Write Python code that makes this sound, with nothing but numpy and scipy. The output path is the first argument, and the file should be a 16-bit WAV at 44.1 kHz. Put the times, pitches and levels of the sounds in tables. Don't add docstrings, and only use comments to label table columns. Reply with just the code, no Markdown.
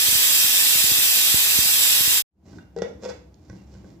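import sys
import numpy as np
from scipy import signal
from scipy.fft import rfft, irfft
from scipy.io import wavfile
from scipy.ndimage import uniform_filter1d

SR = 44100
rng = np.random.default_rng(int(sys.argv[2]) if len(sys.argv) > 2 else 0)


def dump(signal):
    limited = np.clip(np.atleast_2d(signal).T, -1, 1)
    pcm = np.round(limited * 32767).astype(np.int16)
    wavfile.write(sys.argv[1], SR, pcm)


N = 176400
T, HZ = np.arange(N) / SR, np.maximum(np.arange(N // 2 + 1) * SR / N, 1)
TICK_T60_S = 0.0086


def from_db(db):
    return 10 ** (np.asarray(db) / 20)


def rms_one(x):
    return x / np.sqrt(np.mean(x ** 2) + 1e-20)


def level(rows):
    return from_db(np.interp(T, *np.transpose(rows)))


def dying(t60):
    return from_db(-60 * T / t60)


def over_hz(rows):
    hz, *columns = np.transpose(rows)
    return np.squeeze([np.interp(np.log(HZ), np.log(hz), c) for c in columns])


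def butter(x, kind, hz):
    return signal.sosfilt(signal.butter(2, hz, kind, fs=SR, output="sos"), x)


def colour(x, db):
    cepstrum = irfft(np.log(from_db(db)), N)
    cepstrum[..., 1:N // 2] *= 2
    cepstrum[..., N // 2 + 1:] = 0
    response = np.atleast_2d(irfft(np.exp(rfft(cepstrum)), N))[:, :N // 20]
    return signal.fftconvolve(np.atleast_2d(x), response, axes=1)[:, :N]


def drift(hz):
    return rms_one(irfft(rfft(rng.standard_normal(N)) / (1 + (HZ / hz) ** 2), N))


def wander(shape, *spans):
    x = rng.standard_normal(shape)
    for axis, span in enumerate(spans):
        x = uniform_filter1d(x, max(1, round(span)), axis=axis, mode="wrap")
    return rms_one(x)


def clicks(times, db):
    out = np.zeros(N)
    out[(times * SR).astype(int)] = from_db(db)
    return out


def ring(times, db, modes, spread_db=1.5):
    out = 0
    for hz, mode_db, t60 in modes:
        radius, angle = from_db(-60 / (t60 * SR)), 2 * np.pi * hz / SR
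        blows = clicks(times, db + mode_db + spread_db * rng.standard_normal(len(times)))
        feedback = [1, -2 * radius * np.cos(angle), radius * radius]
        out = out + signal.lfilter([0, np.sin(angle)], feedback, blows + 1e-18)
    return out


def crack(times, db, envelope, trim_db=-6):
    # frequency in Hz, relative level in dB.
    spectrum = [(60, -24), (250, -14), (780, 13), (1150, 5), (1500, 4), (2200, -0.5), (2950, -7.5),
                (3500, -4), (5000, -0.5), (7000, -6.5), (8000, -15.5), (9200, -27), (12000, -31),
                (15000, -41)]
    power = signal.fftconvolve(clicks(times, db) ** 2, envelope ** 2)[:N]
    burst = np.sqrt(np.abs(power)) * rng.standard_normal(N)
    return colour(burst, over_hz(spectrum) + trim_db)


def kitchen_air(alike_below_hz=700):
    # frequency in Hz, noise density in dB per Hz.
    spectrum = [(25, -111), (45, -92), (66, -62), (95, -80), (135, -79), (190, -83.5), (330, -95),
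                (420, -93), (800, -93.5), (1200, -106), (3500, -115), (9000, -123), (15000, -121)]
    mid, side = rfft(rng.standard_normal((2, N)))
    alike = 1 / (1 + (HZ / alike_below_hz) ** 2)
    air = np.sqrt(1 + alike) * mid + np.sqrt(1 - alike) * side * [[1], [-1]]
    return irfft(air * from_db(over_hz(spectrum)), N) * np.sqrt(SR) / 2


def kitchen(direct, t60_s=0.43, delay_s=0.0018):
    # frequency in Hz, reverberation against direct sound in dB.
    reverberation = [(100, -19.5), (450, -2.5), (1000, 0.5), (1550, -1), (2100, 4), (5000, -5.5),
                     (8000, -6.5), (12000, 2)]
    # frequency in Hz, left minus right in dB.
    pan = [(200, -1), (450, 3), (1300, -2.5), (2500, -3.5), (4400, -12), (7500, -20), (9500, -1),
           (15000, 4)]
    tail = rng.standard_normal((2, N)) * dying(t60_s) * (T > delay_s)
    tail /= np.sqrt(np.sum(tail ** 2, axis=1, keepdims=True))
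    wet = colour(signal.fftconvolve(direct, tail, axes=1)[:, :N], over_hz(reverberation))
    return colour(direct + wet, over_hz(pan) * [[.5], [-.5]])


def pings(t60_s=0.29):
    # start in seconds, level in dB, pitch in Hz.
    touches = [(2.605, -65, 2799), (3.578, -67, 2750)]
    return sum(ring(np.array([s]), db, [(hz, 0, t60_s)]) for s, db, hz in touches)


def rumble():
    # time in seconds, level in dB.
    handling = [(2.4, -53), (2.56, -42), (2.68, -58), (2.85, -46), (3.15, -50.5), (3.28, -54.5),
                (3.47, -53.5), (3.56, -47), (3.68, -52.5), (3.77, -48.5), (3.88, -47), (4, -49.5)]
    # frequency in Hz, relative level in dB.
    spectrum = [(20, -38), (42, -28.5), (75, 2.5), (125, -7), (195, 1.5), (245, -10), (320, -4),
                (430, -20.5), (900, -30.5), (2500, -57)]
    return rms_one(colour(rng.standard_normal(N), over_hz(spectrum))) * level(handling)


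def rubbing(slips_per_s=3000, trim_db=0.5):
    # time in seconds, relative level in dB.
    strokes = [(2.425, -78), (2.465, -58.5), (2.57, -59), (2.67, -78), (2.99, -76), (3.035, -47.5),
               (3.11, -51), (3.19, -78), (3.36, -76), (3.46, -65.5), (3.56, -61), (3.66, -68),
               (3.75, -59.5), (3.82, -67), (3.9, -60.5), (4, -77)]
    # frequency in Hz, relative level in dB.
    spectrum = [(150, 12), (500, 15.5), (1100, 4.5), (1600, 1.5), (3000, -4), (5300, 0.5), (7300, -6),
                (9200, -19), (15000, -27)]
    slips = (rng.random(N) < slips_per_s / SR) * rng.standard_normal(N)
    return rms_one(colour(slips, over_hz(spectrum))) * level(strokes) * from_db(trim_db)


def unlock(start_s=2.586):
    # pitch in Hz, gain in dB, t60 in seconds.
    lug_modes = [(1495, -1.5, 0.03), (1560, -11, .025), (1850, -17, .03), (3600, -15, .03)]
    start = np.array([start_s])
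    return ring(start, db=-40, modes=lug_modes) + crack(start, db=-44, envelope=dying(TICK_T60_S))


def handle_shifts():
    # start in seconds, then strength of thud, clink and tick in dB.
    shifts = [(2.532, -46, -50, -62), (3.343, -62, -77, -36), (3.4991, -34.5, -38, -29),
              (3.531, -38, -60, -62), (3.752, -41.5, -48, -58), (3.845, -40.5, -49, -62)]
    # pitch in Hz, gain in dB, t60 in seconds.
    thud_modes = [(112.36, -3.5, 0.8), (187, -1, 0.18), (305, -5.5, 0.048), (486, -5.5, 0.044)]
    clink_modes = [(714, -13, 0.026), (1070, -13, 0.039), (1530, -7, 0.032), (1920, -15, 0.03)]
    starts, thud_db, clink_db, tick_db = np.transpose(shifts)
    tick = butter(crack(starts, tick_db, dying(TICK_T60_S)), "high", hz=4800)
    return ring(starts, thud_db, thud_modes) + ring(starts, clink_db, clink_modes) + tick


def lid_knocks():
    # start in seconds, strength at body and at rim in dB, the body's pitch ratio,
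    # factor on its ring time as the grip tightens or loosens.
    knocks = [(2.7635, -21, -35.5, 0.98, 1.15), (2.7764, -24, -39, 1, .9), (2.7867, -24, -32.5, 0.99, 1.1),
              (2.8196, -12, -21.5, 1.04, 0.33), (2.8343, -28.5, -42, 1.02, 1.6),
              (3.025, -32.5, -38, 1.08, 0.92), (3.034, -24.5, -35, 1.07, 1.1),
              (3.042, -28, -30.5, 1.05, 1.2), (3.051, -26, -28.5, 1.12, 1), (3.0584, -21, -31, 1.07, 0.74),
              (3.090, -34, -29, 1.03, 0.66), (3.096, -52, -30.5, 1.07, 0.87), (3.102, -50, -30, 1.15, 1)]
    # base pitch in Hz, gain in dB, base t60 in seconds.
    body_modes = [(182.6, -7.5, 0.29), (418, -21, 0.16), (464.4, -4, 0.1), (614, -25.5, 0.096),
                  (788, -28, 0.16)]
    # pitch in Hz, gain in dB, t60 in seconds.
    rim_modes = [(868, -18.5, 0.12), (1387, -22, 0.12), (1507, -24, 0.094), (1935, -23.5, 0.14),
                 (2106, -34, 0.088), (2206, -32, .1), (2654, -31.5, 0.11), (3460, -26.5, 0.08),
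                 (4820, -29, 0.06), (5200, -36, .08), (5640, -34, 0.09)]
    body = sum(ring(np.array([s]), db, np.array(body_modes) * [ratio, 1, grip])
               for s, db, _, ratio, grip in knocks)
    cushioned = butter(body, "band", hz=[276, 900])
    starts, _, rim_db, _, _ = np.transpose(knocks)
    sizzle = dying(0.023) + from_db(-22) * dying(0.18)
    return cushioned + ring(starts, rim_db, rim_modes) + crack(starts, rim_db, sizzle)


def puffs(decay_s=0.0021, trim_db=5):
    # start in seconds, relative level in dB.
    gusts = [(0.086, -22), (0.128, -25), (.153, -23), (0.445, -26.5), (0.756, -24.5), (.841, -20.5),
             (0.918, -19.5), (0.986, -26.5), (1.3431, -14), (1.588, -16), (1.657, -28.5), (2.008, -22),
             (2.077, -21.5)]
    starts, db = np.transpose(gusts)
    push = signal.lfilter([1], [1, -np.exp(-1 / (decay_s * SR))], clicks(starts, db + trim_db) + 1e-18)
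    return butter(push, "band", hz=[62.6, 486]) * [[0], [1]]


def resonate(jet, size=2048):
    # mean centre in Hz, width in Hz, mean boost in dB.
    resonances = [(3480, 45, 4), (3565, 45, 3), (3676, 45, 5), (4633, 32, 3.5), (5065, 35, 3.5),
                  (5245, 40, 3), (5345, 45, 3.5), (5908, 60, 3.5), (7168, 30, 4), (7285, 45, 4),
                  (7535, 35, 4.5), (7675, 55, 3), (7763, 45, 5), (11690, 30, 4), (11985, 30, 4.5),
                  (12353, 50, 3), (13858, 30, 4)]
    shimmer_db, shimmer_width_hz, shimmer_rate_hz, full_above_hz = 2, 90, 14, 2000
    pitch_spread, boost_spread, drift_hz = 0.0005, 0.25, 4
    hz, s, frames = signal.stft(jet, SR, nperseg=size, noverlap=size * 3 // 4)
    shimmer = wander(frames.shape[1:], shimmer_width_hz / hz[1], 1 / (shimmer_rate_hz * s[1]))
    db = shimmer_db * shimmer * np.minimum(hz[:, None] / full_above_hz, 1) ** 2
    for centre, width, boost_db in resonances:
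        bend, swell = wander((2, len(s)), 1, 1 / (drift_hz * s[1]))
        off_hz = hz[:, None] - centre * (1 + pitch_spread * bend)
        db = db + boost_db * (1 + boost_spread * swell) / (1 + (2 * off_hz / width) ** 2)
    return signal.istft(frames * from_db(db), SR, nperseg=size, noverlap=size * 3 // 4)[1][:, :N]


def steam(trim_db=-1.22, echo_db=-15.5, echo_t60_s=0.25, flutter_db=0.36):
    # frequency in Hz, relative level at the left and at the right port in dB.
    spectrum = [(100, -79.5, -67.5), (400, -83, -67.5), (836, -74, -69.5), (1350, -70, -67.5),
                (1750, -61.5, -61.5), (2220, -60.5, -60.5), (2664, -55.5, -54.5), (3350, -54.5, -58.5),
                (3570, -56, -59.5), (3870, -54.5, -54.5), (4340, -59, -56), (5066, -59, -55),
                (5840, -60, -56.5), (6470, -64, -55), (6900, -63.5, -59.5), (7240, -63, -52.5),
                (7910, -67.5, -51.5), (8000, -64.5, -55), (8900, -59.5, -56.5), (9400, -60.5, -62.5),
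                (10000, -59, -58.5), (10820, -57, -57.5), (12200, -55.5, -57), (13400, -57, -58.5),
                (15300, -57.3, -58.5)]
    # frequency in Hz, likeness in phase and likeness
    likeness = [(440, 0.057, 0), (905, 0.26, -.25), (1150, 0.27, -.45), (1560, 0.11, -.45),
                (1860, 0, -0.39), (2230, -0.59, 0.086), (2680, -0.32, -.1), (2967, -0.98, 0.04),
                (3260, -.05, 0.35), (3590, .2, -0.43), (4090, -.65, -0.27), (4550, -.05, .1),
                (4900, -.3, .4), (5600, .1, 0.39), (6150, .1, 0.12), (7650, -.1, -0.28), (8600, .2, 0.33),
                (9980, .05, -.2), (11100, -0.083, 0.063), (11900, .42, 0), (12800, 0, 0.23),
                (14200, .15, .2), (15180, -.1, -.05)]
    in_phase, quarter = over_hz(likeness)
    alike = in_phase + 1j * quarter
    left, unrelated = rfft(rng.standard_normal((2, N)))
    right = alike * left + np.sqrt(np.clip(1 - np.abs(alike) ** 2, 0, 1)) * unrelated
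    echoes = rng.standard_normal(N) * (T > 0) * dying(echo_t60_s)
    echoes *= from_db(echo_db) / np.sqrt(np.sum(echoes ** 2))
    combed = np.array([left, right]) * (1 + rfft(echoes))
    jet = irfft(combed * from_db(over_hz(spectrum) + trim_db), N) * np.sqrt(SR / 2)
    return resonate(jet) * from_db(flutter_db * drift(hz=19))


def scene():
    cut_s, fade_out_s, resume_s, fade_in_s = 2.222, 0.046, 2.299, 0.19
    venting = np.sqrt(np.clip((cut_s - T) / fade_out_s, 0, 1))
    opening = np.clip((T - resume_s) / fade_in_s, 0, 1) ** 2
    pot = unlock() + lid_knocks() + handle_shifts() + pings() + rubbing() + rumble()
    return venting * (steam() + puffs()) + opening * (kitchen(pot) + kitchen_air())


def record(dry, bass_hz=38.3, top_hz=15560):
    top_cut = signal.firwin(801, top_hz, fs=SR, window=("kaiser", 8))
    return signal.fftconvolve(butter(dry, "high", bass_hz), top_cut[None], "same", axes=1)


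dry = scene()
out = record(dry)
dump(out)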